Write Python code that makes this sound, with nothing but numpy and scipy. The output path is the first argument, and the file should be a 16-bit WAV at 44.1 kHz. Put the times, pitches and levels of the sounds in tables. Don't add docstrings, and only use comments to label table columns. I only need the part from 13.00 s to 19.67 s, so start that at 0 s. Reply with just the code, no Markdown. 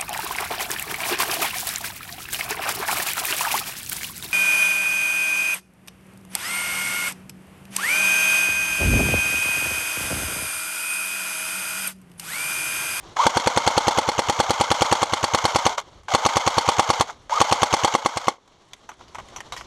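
import sys
import numpy as np
from scipy import signal
from scipy.fft import rfft, irfft
from scipy.io import wavfile

SR = 44100
rng = np.random.default_rng(int(sys.argv[2]) if len(sys.argv) > 2 else 0)


def gain_from_decibels(decibels):
    exponent = np.asarray(decibels, float) / 20
    return 10 ** exponent


def generate_wav(sig):
    pcm = np.round(np.clip(np.atleast_2d(sig).T, -1, 1) * 32767).astype(np.int16)
    wavfile.write(sys.argv[1], SR, pcm)


N = 294069

# (time [s], leaves level [dB])
STIR = [(0, -47), (.16, -48.5), (2.85, -52.5), (3.05, -55.5), (4.28, -53.5), (5.4, -60.5), (5.8, -54),
        (6.1, -52.5), (6.3, -45.5), (6.45, -49.5), (6.67, -49)]
# (time [s], level [dB], length [s])
GUSTS = [(0.115, -50, 0.035), (3.0, -58.5, .12), (4.21, -62, 0.13), (5.76, -71, 0.043), (6.066, -59, 0.037),
         (6.212, -54, 0.029), (6.368, -58, 0.036), (6.56, -55, 0.1)]
# (frequency [Hz], density [dB per Hz])
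LEAF_SPECTRUM = [(100, -2.5), (250, -2), (350, 1), (500, -2.5), (1100, -2), (1700, -12.5), (3300, -9),
                 (6500, -15.5), (10000, -40), (15000, -42.5)]
# (frequency [Hz], width [Hz], level [dB])
RUSTLE = [(850, 310, -2), (2050, 910, 4.5), (3050, 670, 5), (4570, 490, -4), (6750, 2300, -4.5),
          (10500, 2000, -12.5)]
NETTING_DB, CALM_WIND_DB = -11.5, -11.5
# (delay [s], level [dB])
ECHOES = [(0.012, -21), (.031, -25.5), (.058, -37.5), (0.099, -42)]
# (frequency [Hz], width [Hz], level [dB])
HOUSING_DIPS = [(1813, 530, 0), (2573, 860, -7), (4900, 640, -8), (9380, 310, -16), (11560, 390, 2)]

# (time [s], knock level [dB], rattle level [dB], rattle frequency [Hz], decay t60 [s])
LATCHES = [
    (0.167, -11, -40, 2100, 0.022),
    (2.78, -10, -22, 2850, 0.035),
    (2.8, -24, -28, 3270, 0.011),
    (2.813, -32, -40, 3400, 0.031),
    (3.033, -47, -47, 2926, 0.036),
    (3.083, -17, -31, 2106, .047),
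    (4.098, -21, -52, 2030, .015),
    (4.296, -18, -42, 2098, 0.023),
]
# (time [s], knock level [dB], rattle level [dB], rattle frequency [Hz], decay t60 [s])
HANDLING = [(5.476, -46, -51.5, 3500, .05), (5.733, -39, -29.5, 3520, 0.032), (5.89, -25, -37, 5800, 0.061),
            (5.916, -33, -44, 2070, .03), (5.993, -48, -49, 3150, .031), (6.01, -32, -53, 1930, .026),
            (6.081, -47, -45, 4620, 0.075), (6.147, -26, -33, 3150, 0.028), (6.153, -24, -32, 1940, 0.064),
            (6.184, -26, -36, 1860, 0.054), (6.199, -28, -37, 1990, 0.055), (6.285, -46, -42, 6400, 0.031),
            (6.361, -26.5, -28.5, 5840, 0.085), (6.384, -35, -38, 1800, 0.032),
            (6.404, -28.5, -28, 1800, .04), (6.522, -21.5, -25, 3870, 0.12), (6.564, -30, -31, 1900, 0.08),
            (6.574, -36, -30.5, 5000, 0.2), (6.61, -23.5, -30.5, 1830, 0.038)]
CONTACT_RISE_S = 0.00068

# (time of slam [s], slam level [dB], release level [dB])
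LONG_BURST = [(0.2665, -3, -14.5), (0.371, -5, -17), (0.4729, -5, -14), (0.5743, -5, -13),
              (0.676, -5, -11.5), (0.7783, -5, -15.5), (0.8814, -4.5, -11), (0.9857, -5, -10.5),
              (1.089, -7, -16.5), (1.192, -7, -14), (1.2973, -6.5, -12), (1.4015, -5.5, -13),
              (1.506, -6, -11.5), (1.6106, -6, -13.5), (1.715, -5, -11), (1.8204, -4.5, -11),
              (1.9253, -3.5, -10.5), (2.03, -9.5, -10), (2.1351, -10, -16.5), (2.241, -9, -12),
              (2.3473, -6.5, -10.5), (2.4529, -7, -13), (2.5591, -6.5, -12.5), (2.665, -5, -8.5)]
# (time of slam [s], slam level [dB], release level [dB])
SECOND_BURST = [(3.1489, -5, -9.5), (3.262, -6.5, -8), (3.369, -7, -12), (3.4756, -7.5, -11),
                (3.582, -7, -16), (3.6888, -7.5, -14.5), (3.7951, -6, -12), (3.9024, -6, -13),
                (4.0091, -7, -13)]
# (time of slam [s], slam level [dB], release level [dB])
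THIRD_BURST = [(4.4143, -5.5, -5), (4.5245, -6.5, -10), (4.6315, -6, -10.5), (4.7386, -6, -10),
               (4.8467, -6, -10), (4.951, -6.5, -11), (5.0602, -8, -18), (5.1715, -15.5, -25),
               (5.2825, -7, -18)]
# (time [s], shoulder pressure [dB], handguard ring [dB])
GRIP = [(.26, -0.5, -30), (.9, 0.5, -29), (1.09, -3.5, -46), (1.4, 0, -36), (1.92, 1.5, -17),
        (2.04, -4, -3.5), (2.4, 0.5, -7.5), (3.2, 0.1, -4), (4.5, .5, -3), (4.85, -0.5, -6),
        (4.95, -7, -1.5), (5.3, -7.5, -1.5)]
WINDING_DB, SHOVE_DB, MUZZLE_DB = -25, -18.5, -19
MUZZLE_PRESSURE_SHARE, MUZZLE_RING_SHARE, MUZZLE_CHANCE_DB = 0.68, 0.042, 0.26
PLATE_DB, PLATE_SAG_DB_PER_S, PLATE_CHANCE_DB, PLATE_END_DB = -21, 0.9, 3, -10

# (time [s], time of top speed [s], top tooth rate [Hz], gears level [dB], whine re gears [dB])
PULLS = [
    (.163, 0.23, 595, -19.5, 4.5),
    (3.082, 3.12, 385.6, -23, 3),
    (4.295, 4.376, 630, -22, 2),
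]
# (time after a slam [s], load level [dB], tooth rate [Hz], whine level [dB])
WINDING = [
    (.0, 4.5, 519.4, -14),
    (.021, -4, 689.9, -17),
    (.036, 3, 702.2, -16.5),
    (.046, 1.5, 670, -15),
    (.06, -2, 605, -9),
    (.075, 0.5, 534.9, -12.5),
    (.097, -0.5, 444.6, -2.5),
]
# (time of power off [s], gears level [dB], level before latch [dB], time of latch [s], latch level [dB])
RUN_OUT = [
    (2.746, -27, -48.5, 2.782, -17.5),
    (4.038, -39, -34.5, 4.099, -30),
    (5.306, -33, -41, 5.325, -40.5),
]
# (frequency [Hz], width [Hz], level [dB])
GEARBOX = [(612, 333, -3.5), (800, 230, 2.5), (905, 97, 5.5), (1218, 177, -3), (1530, 143, -8),
           (2145, 167, -5), (3150, 540, -8.5), (4770, 1000, -12.5), (6550, 1020, -14.5), (11100, 260, -46),
           (12100, 900, -46)]
# (multiple of the tooth rate [1], level [dB])
MESHING = [(.87, -8.5), (1.52, -5), (2, 0), (2.15, -10), (3, -8.5), (3.9, -14)]
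CATCH_S, START_HZ, CATCH_HZ, LOADED_HZ, START_DB = .02, 308.6, 399.6, 420.8, -10.5
NEARLY_S, NEARLY_SHARE = .052, .94
SING_S, SING_HZ, SING_DB = .034, 485.6, 8.5
COAST_HZ, COAST_WHINE_DB, LATCH_RISE_S, STOP_S, STOP_DB = 481.2, -13, 0.013, .05, -56

FREE, AGAIN, OUT, BACK = -.0114, -.009, -.0078, -.0041
HIT, POP, BOUNCE, SNAP = -.0006, .0012, .0041, .0272
# (frequency [Hz], width [Hz], level [dB])
AIR = [(1970, 1700, -4.5), (2670, 360, 6.5), (4300, 700, -7.5), (6400, 490, 2), (7700, 4500, -23),
       (9700, 350, -19.5), (12800, 1900, -20)]
# (frequency [Hz], width [Hz], level [dB])
MUZZLE = [(2300, 1760, 1), (3464, 320, 5.5), (4340, 270, 5.5), (5860, 1810, 0), (7762, 2600, -4.5),
          (11160, 600, -14.5), (11900, 1100, -27.5)]
# (time after slam
# [s], frequency [Hz], level [dB], decay t60 [s])
SLAM = [(HIT, 840, 3.46, 0.005), (HIT, 750, -14, 0.023), (HIT, 570, -4, 0.017), (HIT, 371, -11.5, 0.023),
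        (HIT, 272, -18.5, 0.038), (HIT, 1494, -17.5, 0.011), (POP, 2167, -20.5, 0.013),
        (POP, 3620, -17, 0.0098), (POP, 3200, -28, .02), (POP, 7960, -6, 0.0012),
        (POP, 9500, -25.5, 0.0046)]
# (time after slam [s], frequency
# [Hz], level [dB], decay t60 [s])
REBOUND = [(HIT, 1270, -6, 0.0091), (BOUNCE, 760, -7, 0.032), (BOUNCE, 130, -22, 0.009),
           (BOUNCE, 411, -12.5, 0.013), (BOUNCE, 3350, -54, .012)]
# (time after slam [s], frequency [Hz], level [dB], decay t60 [s])
RELEASE = [(FREE, 990, -2.7, 0.0071), (FREE, 370, -3, .016), (FREE, 2020, -5.5, 0.0084),
           (AGAIN, 990, 0, 0.013), (FREE, 2670, 0, 0.0076), (OUT, 160, -19.5, 0.029)]
# (time after slam [s], frequency [Hz], level [dB], decay t60 [s])
PLATE = [(SNAP, 950, 5, .03), (SNAP, 2100, -1, .014), (SNAP, 3350, -4, .01), (SNAP, 560, -8, .02),
         (SNAP, 310, -8, .02)]
SETTLED_PITCH, FRESH_RISE, SETTLE_S = 1.0793, 0.11, 0.71
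LOOSE_RING_DB, LOOSE_GAIN, REBOUND_FOLLOWS = -27.5, 1.84, 0.22


def rms_one(x):
    return x / np.sqrt(np.mean(x ** 2) + 1e-20)


def in_time(rows):
    s, *columns = np.transpose(rows)
    t = np.arange(N) / SR
    return [np.interp(t, s, column) for column in columns]


def butter(x, order, hz, kind="low"):
    return signal.sosfilt(signal.butter(order, hz, kind, fs=SR, output="sos"), x)


def clicks(seconds, db):
    out = np.full(N, 1e-18)
    out[np.round(np.asarray(seconds) * SR).astype(int)] = gain_from_decibels(db)
    return out


def fade(x, t60, rise):
    decay = gain_from_decibels(-60 / (t60 * SR))
    lag = np.exp(-1 / (rise * SR))
    return signal.lfilter([1 - lag], [1, -lag], signal.lfilter([1], [1, -decay], x))


def resonance(x, hz, width):
    r = np.exp(-np.pi * width / SR)
    numerator = np.array([1, 0, -1]) * (1 - r * r) / 2
    return signal.lfilter(numerator, [1, -2 * r * np.cos(2 * np.pi * hz / SR), r * r], x)


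def shell(x, peaks):
    return sum((-1) ** k * gain_from_decibels(db) * resonance(x, hz, width) for k, (hz, width, db) in enumerate(peaks))


def drift(hz, size=N):
    noise = rng.standard_normal(size + SR)
    return rms_one(butter(noise, 2, hz)[SR:])


def wood():
    leaves_db, = in_time(STIR)
    t = np.arange(N) / SR
    wind = gain_from_decibels(leaves_db + CALM_WIND_DB)
    for s, db, length in GUSTS:
        wind = wind + gain_from_decibels(db) * np.exp(-((t - s) / length) ** 2)
    rumble = rms_one(butter(rng.standard_normal(N), 2, [35, 110], "band"))

    hz = np.fft.rfftfreq(N, 1 / SR) + 1
    points, db = np.transpose(LEAF_SPECTRUM)
    spectrum = gain_from_decibels(np.interp(np.log(hz), np.log(points), db))
    leaves = rms_one(irfft(rfft(rng.standard_normal(N)) * spectrum, N))

    grains = rng.standard_normal(N) * gain_from_decibels(3.0 * drift(60) + 2.0 * drift(11))
    netting = rms_one(shell(grains, RUSTLE))
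    return (wind * gain_from_decibels(2.4 * drift(18)) * rumble + gain_from_decibels(leaves_db + 2.35 * drift(14)) * leaves
            + gain_from_decibels(leaves_db + NETTING_DB) * netting)


def trees(x):
    tail = np.zeros(int(.2 * SR))
    for s, db in ECHOES:
        smear = rng.standard_normal(900) * np.exp(-np.arange(900) / 250)
        at = round(s * SR)
        tail[at:at + 900] += gain_from_decibels(db - 21.5) * smear
    return signal.lfilter([.4], [1, -.6], signal.fftconvolve(x, tail)[:N])


def knocks():
    size = 6000
    out, t = np.zeros(N + size), np.arange(size) / SR
    for s, knock_db, rattle_db, rattle_hz, t60 in LATCHES + HANDLING:
        noise = rng.standard_normal(size)
        noise[40] += 9.0
        scuff = noise * gain_from_decibels(-60 * t / max(t60, .005)) * (1 - np.exp(-t / CONTACT_RISE_S))
        knock = resonance(resonance(scuff, 860, 510), 1160, 1200)
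        rattle = shell(scuff, RUSTLE[1:]) + 2.85 * resonance(scuff, rattle_hz, 360)
        at = round(s * SR)
        out[at:at + size] += gain_from_decibels(knock_db) * knock / abs(knock).max()
        out[at:at + size] += gain_from_decibels(rattle_db + 5.5) * rattle / abs(rattle).max()
    return out[:N]


def cycles():
    bursts = (LONG_BURST, SECOND_BURST, THIRD_BURST)
    s, slam_db, release_db = np.concatenate(bursts).T
    held, *grip = np.transpose(GRIP)
    firm_db, ring_db = (np.interp(s, held, column) for column in grip)
    chance = rng.standard_normal((2, len(s)))
    ends = np.isin(s, [burst[end][0] for burst in bursts for end in (0, -1)])
    muzzle_db = MUZZLE_DB + MUZZLE_PRESSURE_SHARE * firm_db + MUZZLE_RING_SHARE * ring_db
    muzzle_db = muzzle_db + MUZZLE_CHANCE_DB * chance[0]
    plate_db = PLATE_DB - PLATE_SAG_DB_PER_S * s + firm_db + PLATE_CHANCE_DB * chance[1] + PLATE_END_DB * ends
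    return np.transpose([s, slam_db, release_db, muzzle_db, plate_db, firm_db, ring_db])


def motor(shots):
    rows = []
    for (pull, top, hz, db, tone_db), burst in zip(PULLS, (LONG_BURST, SECOND_BURST, THIRD_BURST)):
        sing_db = SING_DB - (hz < SING_HZ) * 6
        rows += [(pull - .002, -90, START_HZ, -20),
                 (pull, db + START_DB, START_HZ, -20),
                 (pull + CATCH_S, db - 5.5, CATCH_HZ, -7),
                 (pull + SING_S, db, min(hz, SING_HZ), sing_db),
                 (top, db, hz, tone_db),
                 (pull + NEARLY_S, db, NEARLY_SHARE * hz, tone_db - 4.0),
                 (burst[0][0] + FREE, db + .6, LOADED_HZ, tone_db - 21)]
    for off, db, low_db, latch, latch_db in RUN_OUT:
        stop = latch + STOP_S
        levels = [(off, db), (latch - LATCH_RISE_S, low_db), (latch, latch_db), (stop, STOP_DB), (stop + .004, -90)]
        rows += [(s, level_db, COAST_HZ, COAST_WHINE_DB) for s, level_db in levels]
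    for shot, following in zip(shots, list(shots[1:, 0]) + [np.inf]):
        period, base_db = following - shot[0], WINDING_DB + shot[5]
        if period < .15:
            rows += [(shot[0] + s * period / .106, base_db + db, hz, tone_db) for s, db, hz, tone_db in WINDING]
        else:
            rows += [(shot[0] + .017, base_db + 2.0, COAST_HZ, COAST_WHINE_DB)]
    return in_time(sorted(rows))


def gears(shots):
    level_db, rate, whine_db = motor(shots)
    turns = np.cumsum(rate * (1 + .014 * drift(70))) / SR
    teeth = np.diff(np.floor(turns), prepend=0) * gain_from_decibels(7.5 * rng.standard_normal(N))
    grind = rng.standard_normal(N) * gain_from_decibels(2.43 * drift(74))
    rasp = rms_one(shell(rms_one(teeth) + 4.7 * grind, GEARBOX))

    whine = np.zeros(N)
    for multiple, db in MESHING:
        tone_db = db + (whine_db if multiple == 2 else -abs(whine_db + 9))
        whine += gain_from_decibels(tone_db + 3.5 * drift(90)) * np.sin(2 * np.pi * multiple * turns)
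    whine = butter(whine, 2, [500, 2700], "band")
    whine = whine - 0.82 * resonance(whine, 1860, 490)
    return butter(gain_from_decibels(level_db - 3.0) * (rasp + 1.31 * whine), 4, 440, "high")


def piston(shots):
    s, _, release_db, muzzle_db, plate_db, *_ = shots.T
    noise = rng.standard_normal((3, N))
    rattle = fade(clicks(s + FREE, release_db - 7.5) + clicks(s + OUT, release_db - 15.0), t60=0.03, rise=0.00027)
    pop = fade(clicks(s + POP, muzzle_db + 2.5), t60=.004, rise=.0001)
    jet = fade(clicks(s, muzzle_db + 7.0) + clicks(s + BOUNCE, muzzle_db - 23.5), t60=0.042, rise=0.00067)
    buzz = fade(clicks(s + SNAP, plate_db - 5.5), t60=0.033, rise=0.0012)
    pop_peaks = [(hz, 2 * width, 1.55 * db) for hz, width, db in MUZZLE]
    air = rattle * rms_one(shell(noise[0], AIR))
    air = air + pop * rms_one(shell(noise[1], pop_peaks))
    air = air + (jet + buzz) * rms_one(shell(noise[2], MUZZLE))
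    return butter(air, 2, 9500)


def struck(modes, t, pitch, spread_db):
    out = np.zeros_like(t)
    for s, hz, db, t60 in modes:
        since = np.maximum(t - s, 0)
        contact = 1 - np.exp(-since * hz * 2)
        envelope = gain_from_decibels(db + spread_db * rng.standard_normal() - 60 * since / t60) * contact
        out += envelope * np.sin(2 * np.pi * hz * pitch * since)
    return out


def blows(shots):
    out, lead = np.zeros(N), 700
    t = (np.arange(4000) - lead) / SR
    shove = np.sin(2 * np.pi * 100 * (t - BACK)) * np.exp(-((t - BACK) / 0.0063) ** 2)
    for s, slam_db, release_db, _, plate_db, firm_db, ring_db in shots:
        pitch = SETTLED_PITCH + FRESH_RISE * np.exp((shots[0, 0] - s) / SETTLE_S)
        handguard = (HIT / 2, 1150, ring_db, .018)
        barrel = (POP, 2200, LOOSE_RING_DB - LOOSE_GAIN * firm_db, .025)
        rebound = gain_from_decibels(REBOUND_FOLLOWS * firm_db) * struck(REBOUND, t, pitch, 1.0)
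        inward = struck(SLAM + [handguard, barrel], t, 0.96, 1.0)
        shot = gain_from_decibels(slam_db + 6) * (rebound - inward)
        shot += gain_from_decibels(release_db) * struck(RELEASE, t, pitch, 0.8)
        shot += gain_from_decibels(SHOVE_DB + firm_db) * shove
        shot += gain_from_decibels(plate_db) * struck(PLATE, t, 0.99, 2.56)
        at = round(s * SR) - lead
        out[at:at + len(t)] += shot
    return out


def scene():
    background = wood()
    shots = cycles()
    gun = butter(knocks() + gears(shots) + piston(shots) + blows(shots), 2, 60, "high")
    return (gun + trees(gun) + background)[None]


def roll_off(x):
    return signal.sosfilt(signal.butter(12, 15960, fs=SR, output="sos"), x)


def record(dry):
    x = dry
    for hz, width, db in HOUSING_DIPS:
        x = x - (1 - gain_from_decibels(db)) * resonance(x, hz, width)
    x = butter(1.25 * np.tanh(x / 1.25), 4, 13500)
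    x = .97 * np.tanh((np.abs(x) / .97) ** 4) ** .25 * np.sign(x)
    return roll_off(x)


dry = scene()
out = record(dry)
generate_wav(out)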